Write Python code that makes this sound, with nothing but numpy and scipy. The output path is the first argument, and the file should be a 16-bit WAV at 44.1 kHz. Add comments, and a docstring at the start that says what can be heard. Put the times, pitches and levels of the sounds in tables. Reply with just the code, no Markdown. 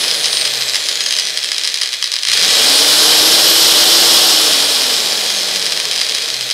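"""Gears clack and grind in an electric chainsaw that lies on a stone floor without bar or chain.
Its motor coasts down, gets a two-second burst of power and coasts again. The unloaded teeth knock
across their backlash and ring the housing, the cooling fan rushes, the unbalanced rotor hums and the
commutator whines faintly. The close microphone's gain control and limiter hold the level."""
import sys
import numpy as np
from scipy import signal
from scipy.fft import rfft, irfft, next_fast_len
from scipy.io import wavfile
from scipy.ndimage import uniform_filter1d, minimum_filter1d

SR = 44100
rng = np.random.default_rng(int(sys.argv[2]) if len(sys.argv) > 2 else 0)


def wrap_up_sound(samples):
    """Save the sound to the file named by the first command line argument, as 16-bit audio."""
    columns = np.atleast_2d(samples).T
    # keep every value between -1 and 1, then stretch to whole-number steps
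    tamed = np.clip(columns, -1, 1)
    steps = np.round(tamed * 32767).astype(np.int16)
    wavfile.write(sys.argv[1], SR, steps)


N = 288061
TIME = np.arange(N) / SR
TRIGGER_ON_S, TRIGGER_OFF_S = 2.26, 4.27
WORKING_SPEED_RPS = 300
LOAD_GEARS_DB = 5.5  # full torque presses the teeth together
CUTOFF_HZ = 15600


# Hardest knocks of the teeth. Each row: start in seconds, relative level in dB.
HARD_KNOCKS = [(0.0802, -2), (0.2443, -1), (0.2564, 1), (0.3287, 0), (0.3696, 0), (0.412, -1), (0.4509, 0),
               (0.6958, -2), (0.7447, -1), (0.7554, 0), (0.8859, 0), (1.0061, -3), (1.062, -1),
               (1.1074, -2), (1.1243, 0), (1.1648, -2), (1.1862, 0), (1.1964, 0), (1.3728, -3),
               (1.4436, -2), (1.517, 0), (1.5808, -1), (1.6487, -3), (1.6741, 0), (1.7414, 0), (1.8163, -1),
               (1.8337, -2), (1.9295, -5), (2.0248, -1), (2.0408, 0), (2.1171, -3), (2.1385, -1),
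               (2.164, -4), (2.2333, -3), (2.2503, -3), (2.2847, 1), (2.3156, 1), (2.3324, 1), (2.4473, 1),
               (5.3014, -1), (5.5593, 0), (5.664, 0), (5.7224, 0), (5.7997, 0), (5.9125, 0), (5.9768, -4),
               (6.0132, 1), (6.094, -2), (6.1484, 1), (6.4088, -3), (6.5106, -1)]

def gear_knocks(turns, speed_rps, load, gain_db, scuff_s, scuff_share):
    """Teeth knock across their backlash: each hard contact scuffs briefly along the tooth."""
    rows = [*HARD_KNOCKS, *rebounds(speed_rps, loss_db=9), *light_knocks(turns, speed_rps, load)]
    force, age_s = np.zeros(N + SR), np.arange(SR // 200) / SR
    roughness = rng.standard_normal(N + SR)
    touch_to_peak_s = .0006
    for start_s, db in rows:
        at = round((start_s + touch_to_peak_s) * SR)
        scuff = roughness[at:at + len(age_s)] * np.exp(-age_s / scuff_s)
        knock = (age_s == 0) + scuff_share * scuff / np.linalg.norm(scuff)
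        force[at:at + len(age_s)] += from_db(db + gain_db) * knock
    return struck_housing(force[:N])


def rebounds(speed_rps, loss_db):
    """The teeth meet again one rotor turn after each hard knock. Returns (s, dB) rows."""
    return [(s + 1 / np.interp(s, TIME, speed_rps), db - loss_db) for s, db in HARD_KNOCKS]


def light_knocks(turns, speed_rps, load, chance_per_turn=.4, spread_db=7):
    """In some turns the teeth lose contact and knock lightly. Returns (s, dB) rows."""
    count = int(turns[-1])
    draw, place, softness = rng.random((count, 3)).T
    start_s = np.interp(np.arange(count) + place, turns, TIME)
    top_db = -2 + speed_db(speed_rps, power=.28) + LOAD_GEARS_DB * load
    level_db = np.interp(start_s, TIME, top_db) - spread_db * softness
    return np.column_stack([start_s, level_db])[draw < chance_per_turn]


# Housing resonances. Each row: centre in Hz, width in Hz, lift in dB.
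HOUSING_MODES = [(1200, 32, 6.5), (1985, 20, 5), (2471, 320, 9), (3310, 240, 8), (4180, 64, 2),
                 (5000, 260, -5.5), (5314, 260, 7), (6300, 310, 9.5), (8000, 160, 1.5), (9440, 230, 9)]
# Spectrum of a knock. Each row: frequency in Hz, relative density in dB.
KNOCK_SPECTRUM = [(60, -56), (300, -47), (900, -23.5), (1700, -11), (2700, -10.5), (3300, -4.5), (4500, -1),
                  (5050, 3), (5900, -9.5), (7400, -15.5), (8700, -12), (10200, -16.5), (12000, -27.5),
                  (15500, -36)]

def struck_housing(force, travel_s=.0005, floor_echo_s=.00103, floor_echo_db=-4.5):
    """Knocks cross the housing as bending waves, highs first; the stone floor reflects them."""
    hz = np.fft.rfftfreq(N, 1 / SR)
    lag_cycles = travel_s * (2 * np.sqrt(hz * CUTOFF_HZ) - hz)  # wave speed grows as sqrt(hz)
    dispersed = irfft(rfft(force) * np.exp(-2j * np.pi * lag_cycles), N)
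    direct = coloured(dispersed, KNOCK_SPECTRUM, HOUSING_MODES)
    return direct + from_db(floor_echo_db) * delayed(direct, floor_echo_s)


# Spectrum of sliding teeth and brushes. Each row: frequency in Hz, relative density in dB.
GRIND_SPECTRUM = [(60, -30), (300, -28), (900, -28.5), (1400, -5.5), (1700, -1), (2700, -6), (3050, -2),
                  (4200, 7), (5300, -3), (5900, -8.5), (7500, -5), (9300, -13), (10800, -14),
                  (15500, -23.5)]

def grinding(turns, speed_rps, load, mesh_db, rattle_db):
    """Sliding teeth and brushes hiss; the mesh ticks tooth by tooth; the pinion rattles once a turn."""
    mesh = rms_one(contacts(turns, per_turn=8, spread_db=3) / np.sqrt(speed_rps))
    rattle = rms_one(contacts(turns, per_turn=1, spread_db=3) / np.sqrt(speed_rps))
    sliding = coloured(rng.standard_normal(N) + from_db(mesh_db) * mesh, GRIND_SPECTRUM, HOUSING_MODES)
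    rattling = from_db(rattle_db) * struck_housing(rattle)
    level_db = -14.5 + speed_db(speed_rps, power=.68) + LOAD_GEARS_DB * load + overrun_db()
    return from_db(level_db) * rms_one(sliding + rattling)


def contacts(turns, per_turn, spread_db):
    """Contacts in step with the rotor, uneven in force and slightly uneven in timing."""
    at = np.flatnonzero(np.diff(np.floor(turns * per_turn + .15 * drift(300))) > 0)
    strength = from_db(spread_db * np.clip(rng.standard_normal(N), -2, 2))
    clicks = np.zeros(N)
    clicks[at] = (strength * rng.choice([-1, 1], N))[at]
    return clicks


def overrun_db(peak_db=2.5, rise_s=.23):
    """After trigger release the rasp swells as the driven gear pushes the slowing rotor."""
    age = np.maximum(TIME - TRIGGER_OFF_S, 0) / rise_s
    return peak_db * (age * np.exp(1 - age)) ** 2


def motor(start_rps=164.5, half_torque_rps=227.4, step_s=.002):
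    """Speed (turns/s) and torque (0-1): the motor pulls while the trigger is held, against drag."""
    stall_rps_per_s = 896
    times_s, speed_rps, rows = np.arange(0, N / SR, step_s), start_rps, []
    for s in times_s:
        torque = (TRIGGER_ON_S < s < TRIGGER_OFF_S) / (1 + (speed_rps / half_torque_rps) ** 3.5)
        rows.append((speed_rps, torque))
        brush_drag, grease_drag, fan_drag = 26.7, .1207 * speed_rps, .000953 * speed_rps ** 2
        speed_rps += step_s * (stall_rps_per_s * torque - brush_drag - grease_drag - fan_drag)
    return [np.interp(TIME, times_s, column) for column in np.transpose(rows)]


# Spectrum of the casing draught. Each row: frequency in Hz, relative density in dB.
DRAUGHT_SPECTRUM = [(25, -27), (60, -30), (130, -11.5), (260, -10), (370, -2.5), (450, 1.5), (520, -1),
                    (610, 2.5), (720, -6), (950, -6.5), (1600, -13), (3000, -42), (8000, -31)]
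# Vent jet hiss as heard through the microphone's 3-5.5 kHz presence boost.
# Each row: frequency in Hz, relative density in dB.
JET_WITH_MIC_BOOST = [(30, -41), (150, -13), (330, -0.5), (700, -2.5), (1600, 2), (2200, -14), (2750, 2),
                      (2950, 10), (5500, 11.5), (6000, 2.5), (8600, 2.5), (10400, -2), (11800, -1.5),
                      (15500, -12.5)]
# Air cavity modes of the motor casing. Each row: centre in Hz, width in Hz, lift in dB.
CAVITY_MODES = [(382, 36, -3.5), (467, 27, 3), (749, 25, 7.5), (844, 16, 4.5), (1110, 26, 6.5),
                (1705, 29, 1), (2390, 100, 6)]

def fan(speed_rps, flutter_db):
    """Air drones through the motor casing and, at high speed, jets out of the vents."""
    draught = coloured(rng.standard_normal(N), DRAUGHT_SPECTRUM, CAVITY_MODES)
    jet = coloured(rng.standard_normal(N), JET_WITH_MIC_BOOST, CAVITY_MODES)
    draught_db = -22 + speed_db(speed_rps, power=1.673)
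    jet_db = -9 + speed_db(speed_rps, power=2.76) + flutter_db * drift(60)
    return from_db(draught_db) * draught + from_db(jet_db) * jet


# Rocking of the body on the floor. Each row: centre in Hz, width in Hz, lift in dB.
ROCKING_MODES = [(125, 13, 18), (184, 22, 8)]

def hum(turns, speed_rps, waver_db, octave_db):
    """Unbalance hums once a turn; its octave is heard only while it rocks the body."""
    fundamental = from_db(peaks_at(ROCKING_MODES, speed_rps)) * np.sin(2 * np.pi * turns)
    octave = (from_db(peaks_at(ROCKING_MODES, 2 * speed_rps)) - 1) * np.sin(2 * np.pi * 2 * turns)
    level_db = -32.5 + speed_db(speed_rps, power=3.74) + waver_db * drift(14)
    return np.sqrt(2) * from_db(level_db) * (fundamental + from_db(octave_db) * octave)


def jolt(gain_db, decay_s):
    """The kick of switching on rocks the body briefly in its lowest mode."""
    age_s = np.maximum(TIME - TRIGGER_ON_S, 0)
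    envelope = (age_s / decay_s) ** 2 * np.exp(-age_s / decay_s)
    return from_db(gain_db) * envelope * np.sin(2 * np.pi * ROCKING_MODES[0][0] * age_s)


# Whine partials. Each row: multiple of rotor speed (rounded in use), level in dB, power of speed,
# change in dB as the microphone moves in.
WHINE_PARTIALS = [(32, -32, -0.2, -1.5), (36, -33.5, 5, 0.5), (48, -44, 5, -3), (64.4, -36.5, -0.5, -19),
                  (95, -47, -0.5, -8)]
# Radiation of the whine by the housing. Each row: frequency in Hz, gain in dB.
WHINE_RADIATION = [(1500, -6), (3500, -7.5), (4600, 1), (5700, 0), (6150, 2), (6700, 0), (8300, -3),
                   (8850, 7.5), (9300, 0.5), (10300, 2), (11600, 3), (12300, 0), (13200, -8), (15000, -14)]

def whine(turns, speed_rps, load, shiver_turns, waver_db, load_db=9, move_in_s=(1.2, 2.8)):
    """Commutator bars, slots and teeth whine through housing resonances; shaft shiver widens each tone."""
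    out, shaft_turns = 0, turns + shiver_turns * drift(200)
    slow_fade = np.minimum(speed_rps / 100, 1) ** 2
    moved_in = np.interp(TIME, move_in_s, (0, 1))
    for multiple, db, power, change_db in WHINE_PARTIALS:
        order = round(multiple)
        hz = order * speed_rps
        level_db = db + speed_db(speed_rps, power) + load_db * load + change_db * moved_in
        level_db += at_hz(WHINE_RADIATION, hz) + waver_db * (drift(18) + drift(200))
        out += slow_fade * from_db(level_db) * (hz < CUTOFF_HZ) * np.sin(2 * np.pi * order * shaft_turns)
    return np.sqrt(2) * out


# Gusts from the vents. Each row: peak time in seconds, level in dB.
VENT_GUSTS = [(3.21, -39), (3.6, -41), (3.665, -41)]

def gusts(half_width_s, band_hz):
    """Each gust brushes the microphone with a short, soft rumble."""
    swell = sum(from_db(db) * np.exp(-((TIME - s) / half_width_s) ** 2) for s, db in VENT_GUSTS)
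    band = signal.butter(2, band_hz, "band", fs=SR, output="sos")
    return swell * rms_one(signal.sosfilt(band, rng.standard_normal(N)))


def room(x, t60_s, level_db):
    """Hard walls return a short diffuse tail."""
    age_s = np.arange(SR // 2) / SR
    tail = rng.standard_normal(len(age_s)) * from_db(-60 * age_s / t60_s) * (age_s > .002)
    tail = signal.sosfilt(signal.butter(1, 7000, fs=SR, output="sos"), tail)
    return from_db(level_db) * signal.fftconvolve(x, tail / np.linalg.norm(tail))[:N]


def gain_control(x, window_s, threshold_db, cut_share, recovery_db_per_s):
    """The gain sinks when the sound gets loud and creeps back slowly."""
    level_db = 10 * np.log10(lagged(np.mean(x ** 2, axis=0), window_s) + 1e-12)
    cut_db = cut_share * np.maximum(level_db - threshold_db, 0)
    recovered_db = recovery_db_per_s * TIME
    return x * from_db(recovered_db - np.maximum.accumulate(cut_db + recovered_db))


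def coloured(x, spectrum, modes):
    """Causal filter of unit energy: a smooth spectrum with resonances on top."""
    size = 2 * next_fast_len(N // 2 + SR // 4)
    hz = np.arange(size // 2 + 1) * SR / size
    level_db = at_hz(spectrum, hz) + peaks_at(modes, hz)
    cepstrum = irfft(np.log(rms_one(from_db(level_db))))
    cepstrum[1:size // 2] *= 2  # minimum phase: nothing sounds before its cause
    cepstrum[size // 2 + 1:] = 0
    return irfft(rfft(x, size) * np.exp(rfft(cepstrum)))[:N]


def at_hz(spectrum, hz):
    """Level in dB, interpolated on a log-frequency axis."""
    known_hz, level_db = np.transpose(spectrum)
    return np.interp(np.log(hz + 1), np.log(known_hz), level_db)


def peaks_at(modes, hz):
    """Lift in dB from a set of resonances."""
    return sum(db / (1 + (2 * (hz - centre_hz) / width_hz) ** 2) for centre_hz, width_hz, db in modes)


def speed_db(speed_rps, power):
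    """Level relative to working speed, for an amplitude that follows a power of speed."""
    return 20 * power * np.log10(speed_rps / WORKING_SPEED_RPS)


def drift(rate_hz):
    """Smooth random wander of unit rms."""
    knots = rng.standard_normal(int(rate_hz * N / SR) + 2)
    return rms_one(np.interp(TIME * rate_hz, np.arange(len(knots)), knots))


def lagged(x, lag_s):
    """One-pole lag."""
    keep = np.exp(-1 / (lag_s * SR))
    return signal.lfilter([1 - keep], [1, -keep], x)


def delayed(x, delay_s):
    """The same sound, later."""
    return np.concatenate([np.zeros(round(delay_s * SR)), x])[:N]


def from_db(db):
    """Decibels to gain."""
    return 10 ** (np.asarray(db) / 20)


def rms_one(x):
    """Scale to unit rms."""
    return x / np.sqrt(np.mean(x ** 2) + 1e-20)


def scene():
    """The motor drives gears, fan and rotor tones; both channels carry the same sound."""
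    speed_rps, torque = motor()
    turns = np.cumsum(speed_rps) / SR
    load = lagged(torque, lag_s=.01)
    knocks = gear_knocks(turns, speed_rps, load, gain_db=13, scuff_s=.0006, scuff_share=.38)
    gears = knocks + grinding(turns, speed_rps, load, mesh_db=-2, rattle_db=-2)
    air = fan(speed_rps, flutter_db=.72) + gusts(half_width_s=.015, band_hz=(50, 190))
    rotor = hum(turns, speed_rps, waver_db=1, octave_db=4) + jolt(gain_db=-40, decay_s=.015)
    rotor += whine(turns, speed_rps, load, shiver_turns=.0062, waver_db=2.5)
    saw = gears + air + rotor + room(knocks, t60_s=.2, level_db=-11)
    return np.array([saw, saw])


def record(dry):
    """Gain control, a very fast peak limiter, then a steep low-pass."""
    held = gain_control(dry, window_s=.033, threshold_db=-10, cut_share=.65, recovery_db_per_s=1.15)
    ceiling = .94
    needed_gain = ceiling / np.maximum(np.abs(held).max(axis=0), ceiling)
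    limiter_gain = uniform_filter1d(minimum_filter1d(needed_gain, size=21), size=21)
    low_pass = signal.ellip(12, .1, 80, CUTOFF_HZ, fs=SR, output="sos")
    return signal.sosfilt(low_pass, limiter_gain * held)


dry = scene()
out = record(dry)
wrap_up_sound(out)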